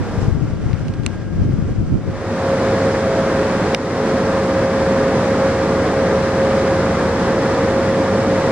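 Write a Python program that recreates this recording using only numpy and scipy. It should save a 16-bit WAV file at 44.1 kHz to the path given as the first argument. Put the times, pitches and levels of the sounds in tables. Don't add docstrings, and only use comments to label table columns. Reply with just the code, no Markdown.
import sys
import numpy as np
from scipy import signal
from scipy.fft import rfft, irfft, next_fast_len
from scipy.io import wavfile

SR = 44100
rng = np.random.default_rng(int(sys.argv[2]) if len(sys.argv) > 2 else 0)


def file_out(sig):
    cols = np.atleast_2d(sig).T
    lim = np.clip(cols, -1, 1)
    pcm = np.round(lim * 32767).astype(np.int16)
    wavfile.write(sys.argv[1], SR, pcm)


N = 375291

# (frequency [Hz], relative level per Hz [dB])
ROAR_SPECTRUM = [(20, -21), (60, -11), (120, -2.5), (200, 1), (500, -4), (900, -9), (1800, -14.5),
                 (2900, -26.5), (5300, -28), (7000, -34), (9000, -42.5), (11000, -53), (14000, -64.5),
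                 (15300, -69)]
# (multiple of the shaft rate [-], level against the close roar [dB])
DRIVE_TONES = [(2, -27.5), (6, -25.5), (8, -19), (11, -24.5), (14, -21), (19, -22), (20, -24.5), (22, -24),
               (32, -32), (34, -43), (36, -31.5), (37, -39), (38, -36), (39, -35.5), (40, -26.5), (53, -40),
               (54, -26)]
# (frequency [Hz], level against the close roar [dB], pitch wander [Hz])
OTHER_TONES = [(41.4, -36, 1.1), (80.9, -18.5, 0.67), (161.5, -20.5, 1.54), (190.9, -14.5, 1.89),
               (423.7, -14.5, 2.5), (466, -12.5, 12), (8600, -54, 9.1)]
# (frequency [Hz], level against the opening roar [dB], width [Hz])
OPENING_DRONE = (790, -13, 77)
# (frequency [Hz], relative level per Hz [dB])
RUSH_SPECTRUM = [(60, -7), (300, 6.5), (700, -1), (900, -5), (1400, -5.5), (1800, -9.5), (2900, -16),
                 (4000, -21), (5300, -19), (7000, -23.5), (9000, -32), (11000, -48.5), (14000, -53),
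                 (15300, -59)]
# (frequency [Hz], level against the far rush [dB], pitch wander [Hz])
FAR_TONES = [(1375, -24, 2.5), (1615, -19.5, 2.0)]
# (centre [s], time to fall by a factor e [s], treble added against the rush's own [dB], above [Hz])
TREBLE_SWELL = (.24, .05, 2.2, 2600)
# (time [s], left level [dB], right level [dB])
GUSTS = [(0.0, -20, -17), (0.07, -23, -24), (0.14, -24, -30), (0.21, -16, -28), (0.28, -14, -20.8),
         (0.35, -15.5, -26), (0.42, -17.5, -25.6), (0.49, -19.5, -22), (0.56, -19, -24), (0.63, -17, -22),
         (0.7, -17.5, -24), (0.77, -19, -30), (0.84, -23, -20), (0.91, -22.3, -20.5), (0.98, -19, -26),
         (1.05, -18, -25), (1.12, -21.5, -37), (1.19, -20, -28), (1.26, -22, -25), (1.33, -16, -27),
         (1.4, -15.5, -16.5), (1.47, -15, -14.5), (1.54, -15, -19), (1.61, -14.5, -25), (1.68, -18.5, -18),
         (1.75, -20.5, -26), (1.82, -16, -19), (1.89, -22, -21.5), (1.96, -16.5, -11.5), (2.03, -22.5, -31),
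         (2.1, -18, -16), (2.17, -27, -24), (2.3, -27, -40)]
# (frequency [Hz], relative level per Hz [dB])
BUFFET_SPECTRUM = [(15, -10), (30, -10), (80, -0.5), (140, -2.5), (220, -7), (330, -12.5), (500, -23.5),
                   (800, -41), (1500, -49), (3000, -75)]
# (time of the deepest swing [s], peak [dB], left over right [dB],
# swing frequency [Hz], direction: 1 pushes in, -1 sucks out [-])
PUFFS = [(0.19, -5.5, 20, 91, 1), (0.227, -7, 20, 85, -1), (.26, -9, 20, 150, 1), (0.284, 0, 13, 118, -1),
         (0.326, -2.5, 26, 88, -1), (.534, -6, 15, 100, 1), (0.663, -1, 22, 95, -1), (.739, 0, 26, 110, 1),
         (0.812, -8, 20, 120, -1), (0.901, -10, -14, 100, 1), (0.999, -4, 22, 130, 1),
         (1.362, -6, 14, 150, -1), (1.418, -7, 10, 130, -1), (1.462, -9, -1, 130, 1), (1.51, -5, 4, 110, 1),
         (1.54, -2, 14, 120, 1), (1.589, -6.5, 14, 140, 1), (1.626, -6.5, 10, 170, -1),
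         (1.71, -8.5, 4, 114, 1), (1.788, -4.5, 12, 100, -1), (1.806, -5, 12, 100, -1),
         (1.829, -8, 14, 125, 1), (1.943, -3, -12, 109, -1)]
# (time [s], rms level [dB])
WHINE_LEVEL = [(2.2, -25.5), (2.55, -19.5), (2.85, -20), (2.97, -23), (3.05, -21.5), (3.35, -23),
               (3.42, -21), (3.55, -27), (4.06, -22.5), (4.22, -24.5), (4.28, -22), (4.91, -20),
               (4.98, -19.5), (5.03, -20), (5.65, -19.5), (5.86, -22.5), (6.08, -19), (6.32, -23),
               (6.45, -18), (6.95, -24.5), (7.6, -20.5), (7.81, -19.5), (8.27, -19), (8.51, -20.5)]
# (start [s], end [s], frequency [Hz], rms level when full [dB])
TONE_SWELL = (2.97, 3.26, 658, -28.5)
# (time [s], peak before gain control [dB], brightness [dB per octave],
# time for the rattle to fall 60 dB [s], place struck: 0 edge, 1 top, 2 side [-])
TICKS = [(.7305, -23, -5, .015, 0), (.795, -34, 0, .05, 0), (.882, -25, 0, .025, 0),
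         (.938, -25, 2, .025, 0), (1.034, -30, 1, .08, 0), (1.063, -5, 0, .02, 1),
         (3.7467, 0.5, -2, .014, 2)]
# (frequency [Hz], time to fall 60 dB [s],
# edge left [dB], edge right [dB], top left [dB], top right [dB], side left [dB], side right [dB])
BODY_MODES = [(1120, .008, -14, -8, -13, -2, -20, -20), (2050, .007, -9, -9, -6, -12, -4, -9),
              (2400, .007, -3, -1, -2, -14, -5, 0), (2780, .008, -9, -2, -10, -1, -18, 0),
              (3700, .006, -9, -8, -15, -18, -5, -26), (4200, .007, -18, -5, -18, -10, -20, -20),
              (4750, .006, -17, -11, -18, -22, -20, -4), (5500, .005, -9, -13, -18, -16, -12, -4),
              (6300, .005, -16, -9, -16, -6, -23, -14), (8250, .004, -32, -17, -22, -1, -36, -13),
              (9200, .004, -36, -13, -27, -13, -40, -18), (10000, .004, -38, -22, -34, -18, -40, -18),
              (11000, .003, -40, -28, -34, -20, -44, -28), (13300, .002, -44, -36, -32, -24, -48, -14)]
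# (frequency [Hz], left over right [dB], likeness from 0 to 1 [-], phase by which right leads [radians])
PORTS = [(60, 0, 1, 0), (500, -.5, .98, .12), (1200, -.5, .9, .2), (2100, 0, .78, .3),
         (2700, 2.5, .27, 1.0), (3200, 2.5, .5, .8), (3800, 2.5, .27, 1.3), (5000, 2.4, .35, 2.4),
         (6000, 3.7, .42, 3.3), (7000, -1.2, .38, 4.4), (8000, -7.8, .3, 5.2), (9000, -12, .2, 4.6),
         (10000, -13.4, .16, 4.3), (12000, -12, .07, 4.3), (14500, -9, .03, 4.3)]
# (start [s], end [s])
CROSSFADE = (1.97, 2.56)

SHAFT_HZ, MESH_ORDER = 29.9, 18
OPENING_FADE_START_S, OPENING_FADE_END_S, OPENING_DB = 0.23, 0.43, -28.5
NEAR_DB, NEAR_SWELLS_DB_PER_S = -18.5, 0.0643
FAR_DB, FAR_SINKS_DB_PER_S = -33.5, 1.3
FAR_WHINE_DB, WHINE_FLUTTER_DB = -45.5, 1.5
HUM_HZ, FAR_HUM_DB, NEAR_HUM_DB = 99.9, -33.5, -33
HISS_DB = -80
PUFF_SWINGS = 0.58
CRACK_DB, CRACK_BOTTOM_HZ, CRACK_TOP_HZ = -10, 800, 4000
TICK_LEAD_SHARE = 0.4
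LIMIT_DB, RELEASE_DB_PER_S, ATTACK_S, SENSE_ABOVE_HZ = -6, 18, 0.004, 1500
CUTOFF_HZ = 15700

CONTROL_STEP = 40
TIME = np.arange(N) / SR
SIZE = next_fast_len(N)
HZ = np.maximum(np.arange(SIZE // 2 + 1) * SR / SIZE, 1)


def from_db(db):
    return 10 ** (np.asarray(db) / 20)


def rms_one(x):
    return x / np.sqrt(np.mean(np.abs(x) ** 2) + 1e-20)


def in_time(rows):
    s, *columns = np.transpose(rows)
    return [np.interp(TIME, s, column) for column in columns]


def at_hz(rows, hz):
    table_hz, *columns = np.transpose(rows)
    return [np.interp(np.log(hz), np.log(table_hz), column) for column in columns]


def fade_in(start_s, end_s):
    return np.clip((TIME - start_s) / (end_s - start_s), 0, 1)


def drift(rate_hz):
    r = np.exp(-2 * np.pi * rate_hz * CONTROL_STEP / SR)
    chance = rng.standard_normal(N // CONTROL_STEP + 2002)
    wandering = signal.lfilter([1], [1, -2 * r, r * r], chance)
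    return rms_one(wandering[2000:])


def smooth(slow):
    return np.interp(np.arange(N) / CONTROL_STEP, np.arange(len(slow)), slow)


def highpass(x, hz):
    return signal.sosfilt(signal.butter(2, hz, "high", fs=SR, output="sos"), x)


def stereo_noise(spectrum, lead_share, patchy_db):
    tilt_db, alike, lead = at_hz(PORTS, HZ)
    one, other = rfft(rng.standard_normal((2, SIZE)))
    right = alike * np.exp(1j * lead * lead_share) * one + np.sqrt(1 - alike ** 2) * other
    pair = np.array([one * from_db(tilt_db / 2), right * from_db(-tilt_db / 2)])
    pair = pair * from_db(at_hz(spectrum, HZ)[0])
    out, together = 0, drift(8.9)
    for octave in np.arange(4, 15):
        band = np.clip(1 - np.abs(np.log2(HZ) - octave), 0, 1)
        flicker = smooth(from_db(patchy_db * (1.8 * together + drift(12.0))))
        out = out + irfft(pair * band, SIZE)[:, :N] * flicker
    return rms_one(out)


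def tone(hz, wander_hz, waver_db):
    tilt_db, _, lead = at_hz(PORTS, hz)
    wander = smooth(np.cumsum(drift(6.0)) * wander_hz * CONTROL_STEP / SR)
    phase = 2 * np.pi * (hz * TIME + wander + rng.random())
    pair = np.sin(phase + [[-lead / 2], [lead / 2]])
    pair = pair * from_db([[tilt_db / 2], [-tilt_db / 2]])
    return np.sqrt(2) * pair * smooth(from_db(waver_db * drift(0.68)))


def near_winch():
    sound = stereo_noise(ROAR_SPECTRUM, lead_share=0.93, patchy_db=0.21)
    for order, db in DRIVE_TONES:
        sound = sound + from_db(db) * tone(order * SHAFT_HZ, 0.6, waver_db=2.5)
    for hz, db, wander_hz in OTHER_TONES:
        sound = sound + from_db(db) * tone(hz, wander_hz, waver_db=3)
    return sound


def opening_drone():
    hz, level_db, width_hz = OPENING_DRONE
    r = np.exp(-np.pi * width_hz / SR)
    resonance = [1, -2 * r * np.cos(2 * np.pi * hz / SR), r * r]
    band = signal.lfilter([1, 0, -1], resonance, rng.standard_normal(N))
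    return from_db(level_db) * rms_one(band)


def far_winch():
    rush = stereo_noise(RUSH_SPECTRUM, lead_share=0.59, patchy_db=0.6)
    centre_s, fall_s, swell_db, above_hz = TREBLE_SWELL
    swell = from_db(swell_db) * np.exp(-((TIME - centre_s) / fall_s) ** 2)
    sound = rush + swell * highpass(rush, above_hz)
    for hz, db, wander_hz in FAR_TONES:
        sound = sound + from_db(db) * tone(hz, wander_hz, waver_db=3.5)
    return from_db(FAR_DB - FAR_SINKS_DB_PER_S * TIME) * sound


def wind():
    lumps = [smooth(from_db(2.0 * drift(rate_hz))) for rate_hz in (28.0, 24.0)]
    noise = rng.standard_normal((2, N)) * lumps
    low = irfft(rfft(noise, SIZE) * from_db(at_hz(BUFFET_SPECTRUM, HZ)[0]), SIZE)[:, :N]
    return rms_one(low) * from_db(in_time(GUSTS))


def hum(near):
    level = near * from_db(NEAR_HUM_DB) + (1 - near) * from_db(FAR_HUM_DB)
    return level * tone(HUM_HZ, 0.54, waver_db=1.5)


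def hiss():
    return from_db(HISS_DB) * rng.standard_normal(N)


def puffs():
    out = np.zeros((2, N))
    for s, peak_db, pan_db, hz, push in PUFFS:
        half = round(1.5 * SR / hz)
        turn = np.arange(-half, half) * hz / SR
        envelope = np.exp(-np.abs(turn) / PUFF_SWINGS) * np.hanning(2 * half)
        swing = np.cos(2 * np.pi * turn) * envelope * np.sign(push)
        ports_db = peak_db + np.minimum([[pan_db], [-pan_db]], 0)
        at = round(s * SR) - half
        out[:, at:at + 2 * half] += swing * from_db(ports_db)
    return out


def whine(near, far):
    level = near * from_db(in_time(WHINE_LEVEL)[0]) + far * from_db(FAR_WHINE_DB)
    flutter = smooth(from_db(WHINE_FLUTTER_DB * drift(10.0)))
    mesh = level * flutter * tone(MESH_ORDER * SHAFT_HZ, 0.31, waver_db=0)
    start_s, end_s, hz, level_db = TONE_SWELL
    swell = np.clip(np.minimum(TIME - start_s, end_s - TIME) / 0.05, 0, 1)
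    return mesh + from_db(level_db) * swell * tone(hz, 1, waver_db=0)


def ticks():
    out = np.zeros((2, N))
    t = np.arange(round(0.05 * SR)) / SR
    hz, t60, *ports_db = np.transpose(BODY_MODES)
    hz_column = hz[:, None]
    lead = TICK_LEAD_SHARE * at_hz(PORTS, hz)[2]
    crack_band = signal.butter(2, [CRACK_BOTTOM_HZ, CRACK_TOP_HZ], "band", fs=SR, output="sos")
    for s, peak_db, bright_db, rattle_s, place in TICKS:
        level_db = np.array(ports_db[2 * place:2 * place + 2])
        chance_db = rng.normal(0, 0.6, (2, len(hz)))
        strength = from_db(level_db + bright_db * np.log2(hz / 2500) + chance_db)
        phase = 2 * np.pi * rng.random((len(hz), 1)) + np.outer([-0.5, 0.5], lead)[:, :, None]
        modes = from_db(-60 * t / t60[:, None]) * np.sin(2 * np.pi * hz_column * t + phase)
        modes = modes * (1 - np.exp(-(t * hz_column / 2.5) ** 2))
        ring = (strength[:, :, None] * modes).sum(axis=1)
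        rattle = rng.standard_normal((2, len(t))) * from_db(CRACK_DB - 60 * t / rattle_s)
        crack = signal.sosfilt(crack_band, rattle)
        sound = (ring + crack) * (1 - np.exp(-(t / 0.0003) ** 2))
        at = round(s * SR)
        out[:, at:at + len(t)] += sound * from_db(peak_db) / np.abs(sound).max()
    return out


def scene():
    near = fade_in(*CROSSFADE)
    opened = fade_in(OPENING_FADE_START_S, OPENING_FADE_END_S)
    opening = from_db(OPENING_DB) * (1 - opened)
    near_level = from_db(NEAR_DB + NEAR_SWELLS_DB_PER_S * TIME) * near
    close = (near_level + opening) * near_winch() + opening * opening_drone()
    far = (1 - near) * (far_winch() + wind() + puffs())
    return close + far + hum(near) + hiss() + whine(near, opened - near) + ticks()


def record(dry):
    loudest = np.abs(highpass(dry, SENSE_ABOVE_HZ)).max(axis=0)
    over_db = np.maximum(20 * np.log10(loudest + 1e-9) - LIMIT_DB, 0)
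    release_db = RELEASE_DB_PER_S * TIME
    held_db = np.maximum.accumulate(over_db + release_db) - release_db
    r = np.exp(-1 / (ATTACK_S * SR))
    duck_db = signal.lfilter([1 - r], [1, -r], held_db)
    clipped = np.clip(dry * from_db(-duck_db), -1, 1)
    return signal.sosfilt(signal.cheby2(12, 70, CUTOFF_HZ, fs=SR, output="sos"), clipped)


dry = scene()
out = record(dry)
file_out(out)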